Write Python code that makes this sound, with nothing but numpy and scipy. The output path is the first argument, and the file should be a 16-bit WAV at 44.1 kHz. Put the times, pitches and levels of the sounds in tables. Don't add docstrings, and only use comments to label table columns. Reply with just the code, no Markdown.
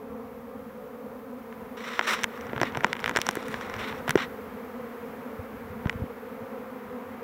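import sys
import numpy as np
from scipy import signal
from scipy.fft import rfft, irfft, next_fast_len
from scipy.io import wavfile
from scipy.ndimage import uniform_filter1d

SR = 44100
rng = np.random.default_rng(int(sys.argv[2]) if len(sys.argv) > 2 else 0)


def wav_out(sig):
    wavfile.write(sys.argv[1], SR, np.round(np.clip(np.atleast_2d(sig).T, -1, 1) * 32767).astype(np.int16))


N = 318843

# (multiple of the beat [1], level [dB])
WINGBEAT_HARMONICS = [(1, -3.5), (2, -3.5), (3, -15), (4, -15), (5, -17), (6, -28), (7, -41), (8, -55.5),
                      (9, -56), (10, -56)]
# (pitch [Hz], level [dB], t60 before each contact shortens it [s])
CASE_MODES = [(360.5, -4, 0.044), (588, -0.5, 0.011), (1000, -0.5, 0.015), (1372, 6, 0.0068),
              (1683, 2, 0.011), (1924, 5, 0.0093), (2354, 5, 0.005), (2860, 1, 0.0056), (3620, 2.5, 0.0038),
              (4200, -3, 0.0027), (5485, 5, 0.0026), (5775, 6, 0.0025), (6580, -2.5, 0.002),
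              (7600, -3, 0.0012), (9400, -30, 0.0007)]
# (start [s], firmest after [s], length [s], nominal level [dB],
# upper modes [dB re lower], direct treble [dB re stroke])
FINGER_STROKES = [(1.765, 0.18, 0.25, -34.5, -1.5, -26), (2.017, 0.067, 0.24, -33, -1, -27),
                  (2.067, 0.034, 0.1, -25, 2, -15.5), (2.275, 0.079, 0.24, -49, -3, -22),
                  (2.5, .06, 0.15, -57, -5, -23), (2.618, 0.061, 0.098, -35.5, -8, -26),
                  (2.742, .04, 0.082, -46, -1, -25), (2.85, .07, 0.1, -44, -2, -32),
                  (2.97, 0.1, 0.18, -43, -5, -20), (3.132, .03, 0.17, -41.5, -5, -17),
                  (3.246, 0.12, 0.22, -41.5, -4, -16), (3.444, 0.086, 0.18, -42.5, -5, -13.5),
                  (3.598, 0.035, 0.21, -41.5, -3, -20), (3.781, 0.055, 0.16, -33.5, -6, -23.5),
                  (3.934, .04, 0.087, -46, -1, -21), (4.067, .04, 0.069, -36.5, -11, -24),
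                  (4.167, .04, 0.1, -29.5, -5.5, -34)]
# (time [s], nominal strike [dB], pitch that rings most [Hz],
# upper modes [dB re strike], crack [dB re strike])
CASE_SNAPS = [(1.525, -32, 890, -10, -25), (1.992, -8, 1280, -3, -35), (2.011, -15, 1360, -8, -38),
              (2.19, -23, 1540, -4, -22), (2.212, -38, 1930, 9, -4), (2.234, -21, 2200, 16.5, -12),
              (2.241, -9.5, 2240, 5.5, -11), (2.375, -32, 1320, 1, -30), (2.41, -36, 2000, 9, -12),
              (2.467, -33.5, 1020, 5, -22), (2.495, -26, 1000, -18, -30), (2.531, -18, 600, -22, -34),
              (2.562, -23.5, 1410, -14, -31), (2.578, -19.5, 1100, -17, -28), (2.6, -23, 1800, -12, -35),
              (2.614, -5.5, 625, -9.5, -22.5), (2.631, -6, 694, -8, -24), (2.748, -22, 1520, -10, -27),
              (2.753, -22, 1010, -14, -27), (2.771, -10.5, 594, -7, -23), (2.806, -25.5, 1570, -6, -15),
              (2.834, -16.5, 606, -13, -26), (2.838, -23, 2030, -5, -19), (2.844, -4.5, 1090, -6, -26),
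              (2.866, -21.5, 724, -4, -24), (2.929, -14.5, 2200, -7, -12), (2.952, -26, 1890, -11, -23),
              (2.966, -25.5, 2170, -6, -18), (2.992, -28, 2230, -6, -13), (3.002, -28, 1040, 1.2, -9),
              (3.041, -13, 2060, -11, -21), (3.059, -12.5, 1950, -9, -15), (3.077, -15, 1420, -7, -21),
              (3.086, -27, 993, -5, -14), (3.093, -15.5, 1360, -6, -11), (3.111, -18, 830, -14, -17),
              (3.152, -20.5, 1580, -5, -23), (3.161, -11.5, 1760, 4, -15), (3.17, -9, 1600, 2.5, -11),
              (3.176, -23, 1470, -5, -15), (3.187, -12.5, 624, -11, -21), (3.202, -33, 1890, 10, -16),
              (3.215, -14.5, 3950, 8, -4), (3.266, -19, 1090, 8, -6), (3.288, -7, 940, 4, -9.5),
              (3.31, -30, 1520, 11, 5), (3.353, -23, 1380, -6, 0.5), (3.369, -24, 1470, -6, -16),
              (3.427, -28, 1050, 1, -21), (3.482, -26.5, 1500, 4, -2.5), (3.541, -16, 990, -8.5, -28),
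              (3.611, -25, 1240, -4, -15), (3.697, -27, 1090, 5, -18), (3.739, -25.5, 2160, -1, -24),
              (3.764, -28, 999, 0, -24), (3.925, -26, 1430, -16, -30), (4.078, -14, 603, -21, -17),
              (4.082, -20.5, 1400, -5, -15), (4.093, -12.5, 1700, -7, -6), (4.106, -13, 1640, -0.5, -3),
              (4.155, -13, 1030, 0, -17), (4.175, -16.5, 1110, -8, -28), (4.18, -22, 1200, -2, -26),
              (5.855, -20.5, 587, -24, -43), (5.87, -23.5, 977, -9, -37), (5.895, -15, 2070, -2.5, -40),
              (5.927, -28, 970, -7, -26)]
# (time [s], peak before the bass cut [dB], pitch [Hz], t60, at least 0.01 [s])
GRIP_THUMPS = [(2.239, -33, 118, 0.018), (2.49, -35, 126, 0.059), (2.532, -24, 397, 0.014),
               (2.56, -31, 130, 0.095), (2.614, -28, 129, .06), (2.633, -28, 300, 0.041),
               (2.771, -29, 134, 0.084), (2.848, -24.5, 220, .03), (3.075, -37, 153, 0.04),
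               (3.111, -24.5, 302, 0.0083), (3.161, -18.5, 438, 0.011), (3.185, -25, 148, 0.009),
               (3.288, -28.5, 210, 0.035), (3.371, -20, 364, 0.011), (3.49, -32.5, 165, 0.036),
               (3.758, -34.5, 107, 0.075), (3.93, -39, 130, 0.046), (4.088, -26, 146, 0.075),
               (4.155, -5.5, 386, 0.017), (4.157, -23, 124, 0.034), (5.39, -29.5, 89, 0.081),
               (5.568, -38, 90, 0.075), (5.699, -35, 91.5, 0.088), (5.859, -12, 112, 0.0082),
               (5.956, -23.5, 95, 0.021), (5.994, -29, 102, 0.033), (6.019, -19.5, 88, 0.048),
               (6.038, -25, 224, 0.018), (6.42, -38, 110, .05)]
# (time [s], leaf rustle [dB], hiss before its top is cut [dB], wind before its lumps [dB])
BACKDROP_LEVELS = [(0, -53.5, -60.5, -54), (.62, -52.5, -60, -55), (1.3, -53, -59.5, -58),
                   (1.6, -50.5, -58.5, -55.5), (2.3, -45, -56.5, -57), (2.66, -42, -57, -46.5),
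                   (3.3, -46.5, -61, -52.5), (3.8, -39.5, -55.5, -47), (4.2, -46, -54, -46.5),
                   (4.5, -46.5, -57, -55), (5, -46.5, -56.5, -55), (5.5, -47, -57.5, -53),
                   (5.92, -46.5, -57, -46), (6.1, -48, -58, -54.5), (7.23, -47, -58.5, -56)]
# (frequency [Hz], relative density [dB per Hz])
RUSTLE_SPECTRUM = [(250, -7), (380, 1), (600, -2.5), (1200, -0.5), (2200, -8), (3500, -23), (4600, -31.5),
                   (6000, -33), (9500, -45), (14000, -59)]
# (frequency [Hz], relative density [dB per Hz])
HISS_SPECTRUM = [(3000, -2.5), (5000, -8), (9000, -12), (10500, -7.5), (12500, -1), (14000, -3),
                 (15500, -1), (17000, 11)]
# (frequency [Hz], relative density [dB per Hz])
WIND_SPECTRUM = [(15, -23), (38, -11), (60, -3.5), (85, 1), (130, -4), (170, 2), (300, -9), (900, -51)]

WING_HZ, WING_SPREAD = 236.6, .105
SWARM_DB, SWARM_SWELL_DB = -40.5, 1.0
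UPPER_HZ = 4600
TOUCH_S, LIFT_S = 0.011, 0.034
PRESS_DB_PER_S, EASE_DB_PER_S = 45, 46
TICKS_FROM_S, TICKS_TO_S, TICKS = 2.3, 3.5, 12
TICK_DB, TICK_SPREAD_DB = -36, 3
TICK_HZ, TICK_UPPER_DB, TICK_CRACK_DB = 1300, 1, -18
HISS_TOP_HZ, CUTOFF_HZ = 15720, 17100


def amp(db):
    return 10 ** (np.asarray(db) / 20)


def rms_one(x):
    return x / np.sqrt(np.mean(x ** 2, axis=-1, keepdims=True) + 1e-20)


def drift(rate_hz, count=1, size=N, step=1):
    hop = 64 // step
    r = np.exp(-128 * np.pi * rate_hz / SR)
    noise = rng.standard_normal((count, size // hop + 1502))
    slow = signal.lfilter([1], [1, -2 * r, r * r], noise)[:, 1500:]
    at = np.arange(size) / hop
    return np.array([np.interp(at, np.arange(len(row)), row) for row in rms_one(slow)])


def swarm(level_db, count, wander, pass_db):
    size = N // 4 + 1
    beat = np.arange(8192) / 8192
    fundamental, *overtones = (amp(db) * np.sin(2 * np.pi * k * beat + k * k)
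                               for k, db in WINGBEAT_HARMONICS)
    own = np.arctanh(np.linspace(-.85, .85, count))[:, None]
    wandering = wander * drift(1.5, count=count, size=size, step=4)
    hz = WING_HZ * np.exp(WING_SPREAD * own + wandering)
    phase = np.cumsum(hz * 4 / SR, axis=1) + rng.random((count, 1))
    at = (phase * len(beat)).astype(int) % len(beat)
    nearness = amp(0.1 * own + pass_db * drift(4.4, count=count, size=size, step=4))
    hardness = amp(1.65 * own)
    bees = nearness * (fundamental[at] + hardness * sum(overtones)[at])
    cloud = signal.resample_poly(np.sum(bees, axis=0), up=4, down=1)[:N]
    loudness = np.sqrt(uniform_filter1d(cloud ** 2, size=SR // 3))
    return amp(level_db) * cloud / loudness


def ring(clicks, hz, t60):
    r, w = amp(-60 / (t60 * SR)), 2 * np.pi * hz / SR
    return signal.lfilter([0, np.sin(w)], [1, -2 * r * np.cos(w), r * r], clicks + 1e-18)


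def crack(x, edge_hz):
    return signal.sosfilt(signal.butter(2, edge_hz, "high", fs=SR, output="sos"), x)


def rubbing(slips_per_s, uneven_db):
    sizes = amp(uneven_db * np.minimum(rng.exponential(1, N), 5)) * rng.choice([-1, 1], N)
    slipping = rng.random(N) < slips_per_s / SR
    slips = sizes * slipping * amp(2.0 * drift(67)[0])
    modes = np.zeros((2, N))
    for k, (hz, db, t60) in enumerate(CASE_MODES):
        is_upper = int(hz > UPPER_HZ)
        sign = (-1) ** (k + is_upper)
        modes[is_upper] += sign * amp(db) * ring(slips, hz, 0.95 * t60)
    modes = modes / modes.sum(axis=0).std()
    light_touch = signal.butter(2, 800, "high", fs=SR, output="sos")
    lower, upper = signal.sosfilt(light_touch, modes)
    scrape = signal.lfilter([1], [1, -.7], slips * rng.choice([-1, 1], N))
    treble = rms_one(crack(scrape, edge_hz=3800))
    out, t = 0, np.arange(N) / SR
    for start, rise, length, level_db, upper_db, treble_db in FINGER_STROKES:
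        firmest, end = start + rise, start + length
        touching = np.clip(np.minimum((t - start) / TOUCH_S, (end - t) / LIFT_S), 0, 1)
        eased_db = np.maximum(PRESS_DB_PER_S * (firmest - t), EASE_DB_PER_S * (t - firmest))
        pressure = touching * amp(level_db - eased_db)
        out = out + pressure * (lower + amp(upper_db) * upper + amp(treble_db) * treble)
    return out


def ticks():
    when = rng.uniform(TICKS_FROM_S, TICKS_TO_S, TICKS)
    how = rng.standard_normal((TICKS, 4))
    return [(s, TICK_DB + TICK_SPREAD_DB * a, TICK_HZ * np.exp(0.64 * b), TICK_UPPER_DB + 5 * c, TICK_CRACK_DB + 5 * d)
            for s, (a, b, c, d) in zip(when, how)]


def snaps(fall_db):
    s, strike_db, pitch, upper_db, crack_db = np.transpose(list(CASE_SNAPS) + ticks())
    chance = rng.standard_normal((len(s), len(CASE_MODES) + 2))
    at = np.round(s * SR + 40 + 8 * chance[:, -1]).astype(int)
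    gap_s = 0.002206 * np.exp(.25 * chance[:, -2])
    again = at + np.round(SR * gap_s).astype(int)
    out, clicks = 0, np.zeros(N)
    for k, (hz, db, t60) in enumerate(CASE_MODES):
        is_upper = hz > UPPER_HZ
        share_db = upper_db if is_upper else -fall_db * np.abs(np.log2(hz / pitch))
        clicks[at] = amp(strike_db + db - 5 + share_db + 2.0 * chance[:, k])
        second_clicks = amp(-10.5) * np.bincount(again, clicks[at], N)
        sign = (-1) ** k if is_upper else -(-1) ** (k // 2)
        out = out + sign * ring(clicks + second_clicks, hz, 0.84 * t60)
    blunt = signal.butter(2, [300, 7000], "band", fs=SR, output="sos")
    out = signal.sosfilt(blunt, out)
    clicks[at] = amp(strike_db + crack_db)
    fade = signal.lfilter([1], [1, -np.exp(-1 / 17.4)], clicks)
    burst = rng.standard_normal(N) * fade
    return out + crack(signal.lfilter([1], [1, -.5], burst), edge_hz=3200)


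def thumps():
    out, t = np.zeros(N + SR), np.arange(SR // 4) / SR
    for s, peak_db, hz, t60 in GRIP_THUMPS:
        onset = 1 - np.exp(-t / 0.0021)
        swing = np.sin(2 * np.pi * hz * t) * amp(-60 * t / max(t60, .01)) * onset
        out[round(s * SR):][:len(t)] += amp(peak_db) * swing / np.abs(swing).max()
    return out[:N]


def in_time(rows):
    s, *columns = np.transpose(rows)
    return [np.interp(np.arange(N) / SR, s, c) for c in columns]


def coloured(spectrum, x):
    size = next_fast_len(N)
    hz, db = np.transpose(spectrum)
    log_hz = np.log(np.arange(1, size // 2 + 2) * SR / size)
    gain = amp(np.interp(log_hz, np.log(hz), db, -90, -90))
    return rms_one(irfft(rfft(x, size) * gain, size)[:N])


def breeze(rustle_db, hiss_db, wind_db):
    white = rng.standard_normal((3, N))
    rustle = amp(rustle_db) * coloured(RUSTLE_SPECTRUM, white[0])
    hiss_top = signal.ellip(8, .5, 50, HISS_TOP_HZ, fs=SR, output="sos")
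    hiss = amp(hiss_db) * signal.sosfilt(hiss_top, coloured(HISS_SPECTRUM, white[1]))
    lumps_db = 1.8 * drift(8)[0]
    wind = amp(wind_db + lumps_db) * coloured(WIND_SPECTRUM, white[2])
    return rustle + hiss + wind


def scene():
    swarm_db = SWARM_DB + SWARM_SWELL_DB * drift(2.6)[0]
    bees = swarm(swarm_db, count=40, wander=.035, pass_db=3.0)
    air = breeze(*in_time(BACKDROP_LEVELS))
    hand = rubbing(slips_per_s=6500.0, uneven_db=1.5) + snaps(fall_db=7.0) + thumps()
    bass_cut = signal.butter(2, 65, "high", fs=SR, output="sos")
    return (bees + air + signal.sosfilt(bass_cut, hand))[None]


def record(dry):
    return signal.sosfilt(signal.cheby2(12, 70, CUTOFF_HZ, fs=SR, output="sos"), dry)


dry = scene()
out = record(dry)
wav_out(out)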